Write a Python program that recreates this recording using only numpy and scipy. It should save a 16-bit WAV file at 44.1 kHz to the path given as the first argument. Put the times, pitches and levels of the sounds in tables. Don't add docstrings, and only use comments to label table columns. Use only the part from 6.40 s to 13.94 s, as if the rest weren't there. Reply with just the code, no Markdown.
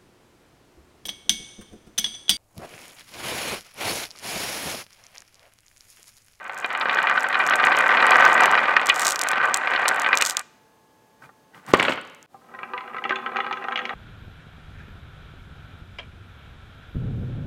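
import sys
import numpy as np
from scipy import signal
from scipy.fft import rfft, irfft, next_fast_len
from scipy.io import wavfile

SR = 44100
rng = np.random.default_rng(int(sys.argv[2]) if len(sys.argv) > 2 else 0)


def waveform_to_disk(signal):
    frames = np.transpose(np.atleast_2d(signal))
    scaled = np.clip(frames, -1, 1) * 32767
    samples = np.round(scaled).astype(np.int16)
    wavfile.write(sys.argv[1], SR, samples)


N = 332514

# time_s, level_db
NEAR_ROLL = [(0, -41), (.13, -35), (.48, -23.5), (.66, -21.5), (.9, -25), (1.25, -18), (1.55, -17.5),
             (1.8, -13.5), (2.0, -15), (2.3, -19.5), (2.52, -26), (2.63, -20.5), (2.78, -29), (3.05, -20.5),
             (3.23, -27), (3.45, -21), (3.6, -23), (3.75, -22.5), (3.87, -30.5), (3.94, -37.5),
             (4.005, -32.5), (4.03, -65.5)]
# time_s, level_db
FAR_ROLL = [(5.9, -76), (6.146, -43.5), (6.332, -41.5), (6.716, -40.5), (6.886, -38), (7.046, -39),
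            (7.54, -34)]
# start_s, level_db (before lift), hardness_db (treble)
NEAR_KNOCKS = [(0.0959, -16.5, -33), (0.245, -8, -21), (0.304, -15, -22), (0.35, -12, -26),
               (0.4114, -12, 6), (0.456, -10.5, -33), (0.495, -11.5, 0), (0.571, -10, -14.5),
               (0.587, -7.5, -15.5), (0.6707, -8.5, -16), (0.6967, -11.5, -18.5), (0.7114, -10.5, -26),
               (0.776, -8, -19), (0.843, -12, -22), (0.9271, -13.5, -8), (0.9442, -11, -9),
               (0.9535, -8.5, -19.5), (0.9993, -12.5, -14), (1.1098, -11, -6), (1.087, -9, -19),
               (1.1368, -5.5, -10), (1.1979, -13, -8.5), (1.2389, -6, -13), (1.3187, -7, -17.5),
               (1.3481, -13, -5), (1.4911, -15.5, -12.5), (1.5715, -7.5, -11), (1.6018, -9, -9.5),
               (1.626, -5, -18.5), (1.718, -3, -21.5), (1.8145, -15.5, -14.5), (1.873, -11, -7.5),
               (2.0573, -5, -15), (2.1762, -6.5, -22.5), (2.2556, -8.5, -26.5), (2.366, -0.5, -18.5),
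               (2.3952, -12.5, -16.5), (2.4878, -7, -11.5), (2.4978, -3, 4.5), (2.8667, -15, -12),
               (2.906, -14, -9), (2.932, -6.5, -17), (3.0147, -15, -19.5), (3.0477, -15, -22),
               (3.273, -10, -20.5), (3.336, -11, -7.5), (3.3613, -9.5, -5.5), (3.41, -21.5, -12),
               (3.457, -10, -20.5), (3.6448, -11, -9.5), (3.662, -8, -13), (3.7294, -4, -13.5),
               (3.7409, -7.5, -22.5), (3.8079, -9.5, -5.5), (3.821, -7, -1.5), (4.8913, -39.5, -49.5),
               (5.146, -38.5, -10), (5.3376, 0, -14.5), (5.348, -13, -24), (5.3972, -7, -5.5),
               (5.4274, -14, -4), (5.4503, -12.5, -8), (5.4826, -7.5, -17), (5.5206, -16, -4),
               (5.5752, -22, -13)]
# start_s, level_db (before lift), hardness_db (treble)
FAR_KNOCKS = [(6.1484, -34, -18), (6.1892, -26.5, -21), (6.2315, -20.5, -18), (6.335, -19, -25),
              (6.3777, -19.5, -18), (6.407, -25.5, -14), (6.478, -27.5, -24), (6.545, -23, -27),
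              (6.5655, -22, -18), (6.583, -25, -20), (6.6398, -19.5, -14), (6.6521, -15, -27),
              (6.694, -16, -17), (6.7073, -13, -25), (6.722, -17.5, -25), (6.7578, -20, 3),
              (6.786, -24, -24), (6.8619, -15.5, -26), (6.8926, -30, -23), (6.918, -25, -28),
              (6.9477, -27, -33), (6.9596, -15, -25), (6.968, -15, -14), (6.9877, -14.5, -27),
              (7.003, -15, -9), (7.045, -20.5, -28), (7.0653, -17.5, -12.5), (7.1104, -17.5, -22),
              (7.1269, -14.5, -5), (7.171, -25, -11), (7.241, -21, -17), (7.2838, -15, -25),
              (7.3112, -23.5, -26), (7.3219, -17, -13), (7.358, -15, 7), (7.375, -16, -7),
              (7.3902, -17, -11), (7.4535, -17, 4), (7.493, -19.5, -8)]
# start_s (before a fixed offset), level_db (before trim)
GLASS_CLICKS = [(0.1446, -30), (0.177, -25), (0.186, -25.5), (0.2007, -26), (0.375, -28), (0.398, -28.5),
                (0.5302, -29), (0.5463, -21), (0.628, -22.5), (0.6973, -24), (0.8058, -20.5),
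                (0.831, -22.5), (0.8869, -21.5), (0.9906, -26), (1.065, -15.5), (1.0972, -16),
                (1.1563, -13), (1.2502, -17), (1.265, -21.5), (1.368, -17), (1.387, -14), (1.4082, -20.5),
                (1.6663, -13.5), (1.7071, -11.5), (1.8078, -20), (1.8516, -12), (1.9298, -17.5),
                (2.0067, -13.5), (2.0352, -14), (2.0565, -14.5), (2.1136, -16), (2.4585, -15),
                (2.4687, -10), (2.4933, -8.5), (2.5434, -20), (2.56, -12), (2.5953, -8), (2.6174, -9.5),
                (2.632, -18), (2.649, -9), (2.654, -7.5), (2.6688, -13.5), (2.68, -5), (2.6887, -9),
                (2.7067, -8.5), (2.7205, -7), (2.7583, -9.5), (2.7917, -8), (2.814, -6), (2.8174, -11.5),
                (2.835, -10.5), (2.8868, -7), (2.9147, -15), (3.055, -23), (3.1423, 3), (3.1612, -19),
                (3.1716, -12), (3.481, -2), (3.4876, -5.5), (3.5444, -25.5), (3.5603, -20.5), (3.597, -14),
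                (3.6185, -15), (3.7532, -17), (3.7727, -3.5), (3.785, -14), (3.812, -6), (3.8225, -3),
                (3.8505, -7), (3.8623, -6), (3.8687, -10.5), (3.8716, -13), (3.897, -6), (3.9078, -9.5),
                (3.9689, -1), (3.9933, -13), (4.013, -33), (5.3348, -14.5), (5.345, -19), (5.3994, -22),
                (5.4276, -18), (5.4944, -26), (5.5234, -36), (5.6127, -35), (5.6506, -43), (5.6735, -40),
                (5.6984, -39), (5.7473, -35), (5.827, -31)]
# pitch_hz, width_hz, level_db
TILTED_MODES = [(153, 20, -2), (245, 32, -5), (557, 110, -2), (756.5, 55, 4.5), (913, 75, 2.5),
                (1050, 48, 4), (1187, 53, 8.5), (1307, 31, 5), (1531.4, 67, 9.5), (1910, 89, 4),
                (2006, 630, -4), (2420, 54, 0), (2928, 160, -11.5), (3250, 140, -19.5), (3734, 150, -43.5)]
# pitch_hz, width_hz, level_db
LYING_MODES = [(250, 120, -4), (600, 250, -4), (950, 350, -3), (1450, 450, 0), (2100, 500, -3),
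               (3000, 700, -8), (4200, 1300, -16)]
# pitch_hz, width_hz, level_db
FAR_MODES = [(238, 12.6, 8), (382, 11.3, 8), (500, 16, 7), (796, 52, 7.5), (1035.5, 8.3, 13.5),
             (1196, 21, 5.5), (1287, 54, 9), (1570, 76, 2.5), (1928, 64, 1), (2364, 186, -7),
             (2825, 175, -10.5), (3375, 70, -13), (3990, 200, -27), (6540, 900, -31.5)]
# center_s, half_length_s, patter_db
PILE_UPS = [(2.65, 0.073, -28.5), (3.875, 0.044, -30), (3.997, 0.0074, -43)]
# pitch_hz, level_db (before drop level), t60_s
BENCH_MODES = [(408, 12, 0.0096), (680, 18, 0.0044)]
# start_s, hold_s, fall_s (for about 9 dB), level_db
SCUFFS = [(4.825, .035, .015, -49), (5.15, .025, .035, -47), (5.288, .027, .005, -34)]
# frequency_hz, t60_s
ROOM_DECAY = [(200, 0.75), (1500, 0.73), (5000, 0.81), (12000, 0.21)]
# (relative, per Hz)
AIR_SPECTRUM = [(15, -37), (25, -6), (163, 1), (800, -4.5), (1600, -13.5), (14800, -25.5), (16500, -32.5)]
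# pitch_hz, level_db (rms)
HUM_TONES = [(452, -71.5), (872, -66), (1082, -74.5), (1680, -73.5), (6358, -82.5)]

# start_s, level_db (before lift), hardness_db
SET_DOWN = (5.944, -35, -80)
# level_db over the rolling (before lift), spread_db, softest hardness_db
RATTLE_NEAR = (2, 2, -25)
RATTLE_FAR = (4, 2.5, -31)
# start_s, hold_s, level_db
SHAKE = (5.39, 0.12, -24.5)
SHAKE_RISE_S, SHAKE_FALL_S = 0.043, 0.03
SHAKE_PATTER_DB = -21
# start_s, level_db
DROP_S, DROP_DB = (5.3372, 3)
# start_s, fade_in_s
CHANGE_S, FADE_IN_S = (5.862, 0.073)
NEAR_AIR_DB, FAR_AIR_DB = [-60, -58.5]
# low_hz, high_hz
TAP_BAND_HZ = (1800, 4200)
TAP_FALL_S, TAP_DB_PER_HARDNESS_DB = 0.004, 0.4
CONTACT_HALF_S = 0.000079
FAR_SKID_S = 0.007
PATTER_DB, PATTER_POWER = -41.5, 0.57
SCUFF_RISE_S, SCUFF_RUB_DB = 0.011, -5.5
GLASS_ROOM_DB = -31
TOP_HZ = 16300


def rolling(modes, rate_hz, smooth_db, soft_hz):
    out = 0
    marks = unit(bumps(rate_hz, spread_db=1.5))
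    for hz, width_hz, db in modes:
        drive = min(hz / 1500, 1) * marks + amp(smooth_db)
        jolts = drive * rng.standard_normal(N)
        pole = np.exp((-np.pi * width_hz + 2j * np.pi * hz) / SR)
        ring = unit(signal.lfilter([1], [1, -pole], jolts).imag)
        out = out + amp(db) * np.sqrt(width_hz) * ring
    return unit(filtered(out, lambda hz: 1 / (1 + 1j * hz / soft_hz) ** 2))


def knocks(events, modes, lift_db, soft_db, skid_s, skid_db, tap_db):
    out = np.zeros(N)
    t = np.arange(SR // 14) / SR
    skid_t = t[:SR // 40]
    hz, width_hz, level_db = np.transpose(modes)[..., None]
    octaves = np.log2(hz / 1400)
    fades = width_hz * np.exp(-np.pi * width_hz * t)
    spots = rng.standard_normal((len(events), 3, len(modes), 1))
    skids = rng.standard_normal((len(events), SR // 40))
    tap_filter = signal.butter(5, TAP_BAND_HZ, "band", fs=SR, output="sos")
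    taps = signal.sosfilt(tap_filter, skids[:, ::-1] * np.exp(-skid_t / TAP_FALL_S))
    for (s, db, hardness_db), (spot, side, load), jolts, tap in zip(events, spots, skids, taps):
        hard_db = hardness_db - soft_db
        treble_db = 0.71 * hard_db * np.clip(octaves, 0, 1)
        bass_db = np.clip(1.6 * hard_db, 0, 9) * np.clip(octaves, -3, 0)
        rings = fades * np.sin(2 * np.pi * hz * (1 + 0.015 * load) * t)
        strengths = np.sign(side) * amp(level_db + 3.5 * spot + treble_db + bass_db)
        ring = np.sum(strengths * rings, axis=0)
        contact_t = np.arange(-15, 16) / SR
        contact = np.exp(-(contact_t / CONTACT_HALF_S * amp(0.12 * hard_db)) ** 2)
        force = np.append(1, amp(skid_db) * jolts * np.exp(-skid_t / skid_s))
        ring = signal.fftconvolve(ring, np.convolve(force, contact))
        tap_gain = amp(db + tap_db + TAP_DB_PER_HARDNESS_DB * hard_db)
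        add(out, s, amp(db + lift_db) * ring / np.max(np.abs(ring)))
        add(out, s, tap_gain * tap / np.max(np.abs(tap)))
    return out


def rattle(roll, over_db, spread_db, soft_db, count):
    s, db = np.transpose(roll)
    draw = rng.random((count, 3))
    when_s = s[0] + draw[:, 0] * (s[-1] - s[0])
    extra_db = over_db - spread_db * np.log(draw[:, 1] + 0.038)
    level_db = np.interp(when_s, s, db) + extra_db
    return list(zip(when_s, level_db, soft_db + 9 * draw[:, 2]))


def radiated(x, edge_hz):
    return filtered(x, lambda hz: (1j * hz / (1j * hz + edge_hz)) ** 3)


def tilted_boards(roll, scuffs):
    sound = (roll + scuffs) * rolling(TILTED_MODES, 200, smooth_db=-4.0, soft_hz=5925)
    blows = [k for k in NEAR_KNOCKS if k[0] < DROP_S - 0.01]
    blows += rattle(NEAR_ROLL, *RATTLE_NEAR, count=200)
    sound = sound + knocks(blows, TILTED_MODES, lift_db=1.52, soft_db=-32,
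                           skid_s=0.0073, skid_db=-25.5, tap_db=-18.5)
    return radiated(sound, edge_hz=228)


def lying_boards(shake):
    sound = shake * rolling(LYING_MODES, 300, smooth_db=-8, soft_hz=3440)
    blows = [k for k in NEAR_KNOCKS if k[0] > DROP_S - 0.01]
    sound = sound + knocks(blows, LYING_MODES, lift_db=3.5, soft_db=-18,
                           skid_s=0.0077, skid_db=-16.5, tap_db=-22)
    return radiated(sound, edge_hz=85)


def click(hz, echoes, weight):
    t = np.arange(-20, 20) / SR
    snap = np.exp(-(t / 0.00018) ** 2) * np.sin(2 * np.pi * hz * t)
    edge = 0.42 * np.exp(-(t / 0.00009) ** 2) * np.sin(2 * np.pi * 12000 * t)
    body = 0.84 * weight * np.exp(-(t / 0.00016) ** 2) * np.sin(2 * np.pi * 3800 * t)
    scatter = 0.066 * echoes * np.exp(-np.arange(len(echoes)) / SR / 0.002)
    return np.convolve(snap + edge + body, np.append(1, scatter))


def glass(patter, crowd):
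    out = np.zeros(N)
    pitches_hz = rng.normal(7270, 500, len(GLASS_CLICKS))
    echoes = rng.standard_normal((len(GLASS_CLICKS), 500))
    for (s, db), hz, echo in zip(GLASS_CLICKS, pitches_hz, echoes):
        weight = np.clip(1 + db / 40, 0, 1)
        add(out, s + 0.00052, amp(db - 2.0) * click(hz, echo, weight))

    def small(rate_hz, weight):
        total = 0
        for hz, echo in zip(pitches_hz[:4], echoes):
            contacts = bumps(rate_hz, spread_db=4.5)
            total = total + signal.fftconvolve(contacts, click(hz, echo, weight))[:N]
        return unit(total)

    return out + patter * small(25, 0.1) + crowd * small(200, 0.6)


def drop():
    out = np.zeros(N)
    t = np.arange(SR // 3) / SR
    thud = sum(amp(db - 60 * t / t60_s) * np.sin(2 * np.pi * hz * t) for hz, db, t60_s in BENCH_MODES)
    add(out, DROP_S, amp(DROP_DB) * thud * (1 - np.exp(-t / 0.0013)))
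    return out


def rub():
    def response(hz):
        low = 1j * hz * 90 / (150 ** 2 - hz ** 2 + 1j * hz * 90)
        return low + amp(-24.5) / (1 + 1j * hz / 5000)

    return unit(filtered(rng.standard_normal(N), response))


def near_view(t):
    roll = gains(NEAR_ROLL)
    shake = swell(*SHAKE, SHAKE_RISE_S, SHAKE_FALL_S)
    scuffs = sum(swell(s, hold_s, db, SCUFF_RISE_S, fall_s) for s, hold_s, fall_s, db in SCUFFS)
    scuffs = (t < DROP_S) * scuffs
    piles = sum(amp(db) * np.exp(-((t - s) / half_s) ** 2) for s, half_s, db in PILE_UPS)
    tilted = tilted_boards(roll, scuffs)
    lying = lying_boards(shake)
    patter = amp(PATTER_DB) * roll ** PATTER_POWER
    marbles = glass(patter, piles + amp(SHAKE_PATTER_DB) * shake)
    thud = drop()
    to_room = amp(-24.5) * tilted + amp(-13.5) * lying
    to_room = to_room + amp(GLASS_ROOM_DB) * marbles + amp(-23.0) * thud
    direct = tilted + lying + marbles + thud + amp(SCUFF_RUB_DB) * scuffs * rub()
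    return direct + workshop(to_room)


def far_view():
    sound = gains(FAR_ROLL) * rolling(FAR_MODES, 80, smooth_db=-4, soft_hz=2500)
    blows = [SET_DOWN] + FAR_KNOCKS + rattle(FAR_ROLL, *RATTLE_FAR, count=50)
    sound = sound + knocks(blows, FAR_MODES, lift_db=1.53, soft_db=-29.5,
                           skid_s=FAR_SKID_S, skid_db=-22.5, tap_db=-24.5)
    sound = radiated(sound, edge_hz=124)
    return sound + amp(-15) * workshop(sound)


def workshop(x):
    hz, t, z = signal.stft(rng.standard_normal(SR), SR, nperseg=256)
    decay = amp(-60 * t / along(ROOM_DECAY, hz)[:, None])
    tail = signal.istft(z * decay, SR, nperseg=256)[1]
    delayed = np.pad(x, (400, 0))
    return signal.fftconvolve(delayed, tail / np.linalg.norm(tail))[:N]


def air(t):
    noise = unit(filtered(rng.standard_normal(N), lambda hz: amp(along(AIR_SPECTRUM, hz))))
    drift = np.cumsum(rng.standard_normal((len(HUM_TONES), N)), axis=1) * 0.0078
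    hum = 0
    for (hz, db), phase in zip(HUM_TONES, drift):
        hum = hum + np.sqrt(2) * amp(db) * np.sin(2 * np.pi * hz * t + phase)
    return amp(NEAR_AIR_DB) * noise + hum, amp(FAR_AIR_DB) * noise


def bumps(rate_hz, spread_db):
    draw = rng.random((3, N))
    sizes = amp(-spread_db * np.log(draw[2] + 1e-4))
    return (draw[0] < rate_hz / SR) * np.sign(draw[1] - 0.5) * sizes


def swell(start_s, hold_s, db, rise_s, fall_s):
    t = np.arange(N) / SR - start_s
    return amp(db) * np.exp(np.minimum(t, 0) / rise_s - np.maximum(t - hold_s, 0) / fall_s)


def gains(rows):
    s, db = np.transpose(rows)
    return amp(np.interp(np.arange(N) / SR, s, db, -200, -200))


def along(points, hz):
    f, v = np.transpose(points)
    return np.interp(np.log(hz + 1), np.log(f + 1), v)


def filtered(x, response):
    m = next_fast_len(N + SR // 2)
    return irfft(rfft(x, m) * response(np.fft.rfftfreq(m, 1 / SR)), m)[..., :N]


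def add(out, start_s, sound):
    part = out[round(start_s * SR):][:len(sound)]
    part += sound[:len(part)]


def unit(x):
    return x / np.sqrt(np.mean(x ** 2) + 1e-20)


def amp(db):
    return 10 ** (np.asarray(db) / 20)


def scene():
    t = np.arange(N) / SR
    near_air, far_air = air(t)
    near = near_view(t) + near_air
    far = far_view() + far_air
    fade_in = np.clip((t - CHANGE_S) / FADE_IN_S, 0, 1)
    return (near * (t < CHANGE_S) + far * fade_in)[None]


def record(dry):
    bass_cut = signal.butter(2, 85, "high", fs=SR, output="sos")
    thin = signal.sosfilt(bass_cut, dry)
    held = thin / (1 + np.abs(thin) ** 8) ** (1 / 8)
    limited = filtered(held, lambda hz: 1 / (1 + (hz / TOP_HZ) ** 120))
    return np.clip(limited, -1, 1)


dry = scene()
out = record(dry)
waveform_to_disk(out)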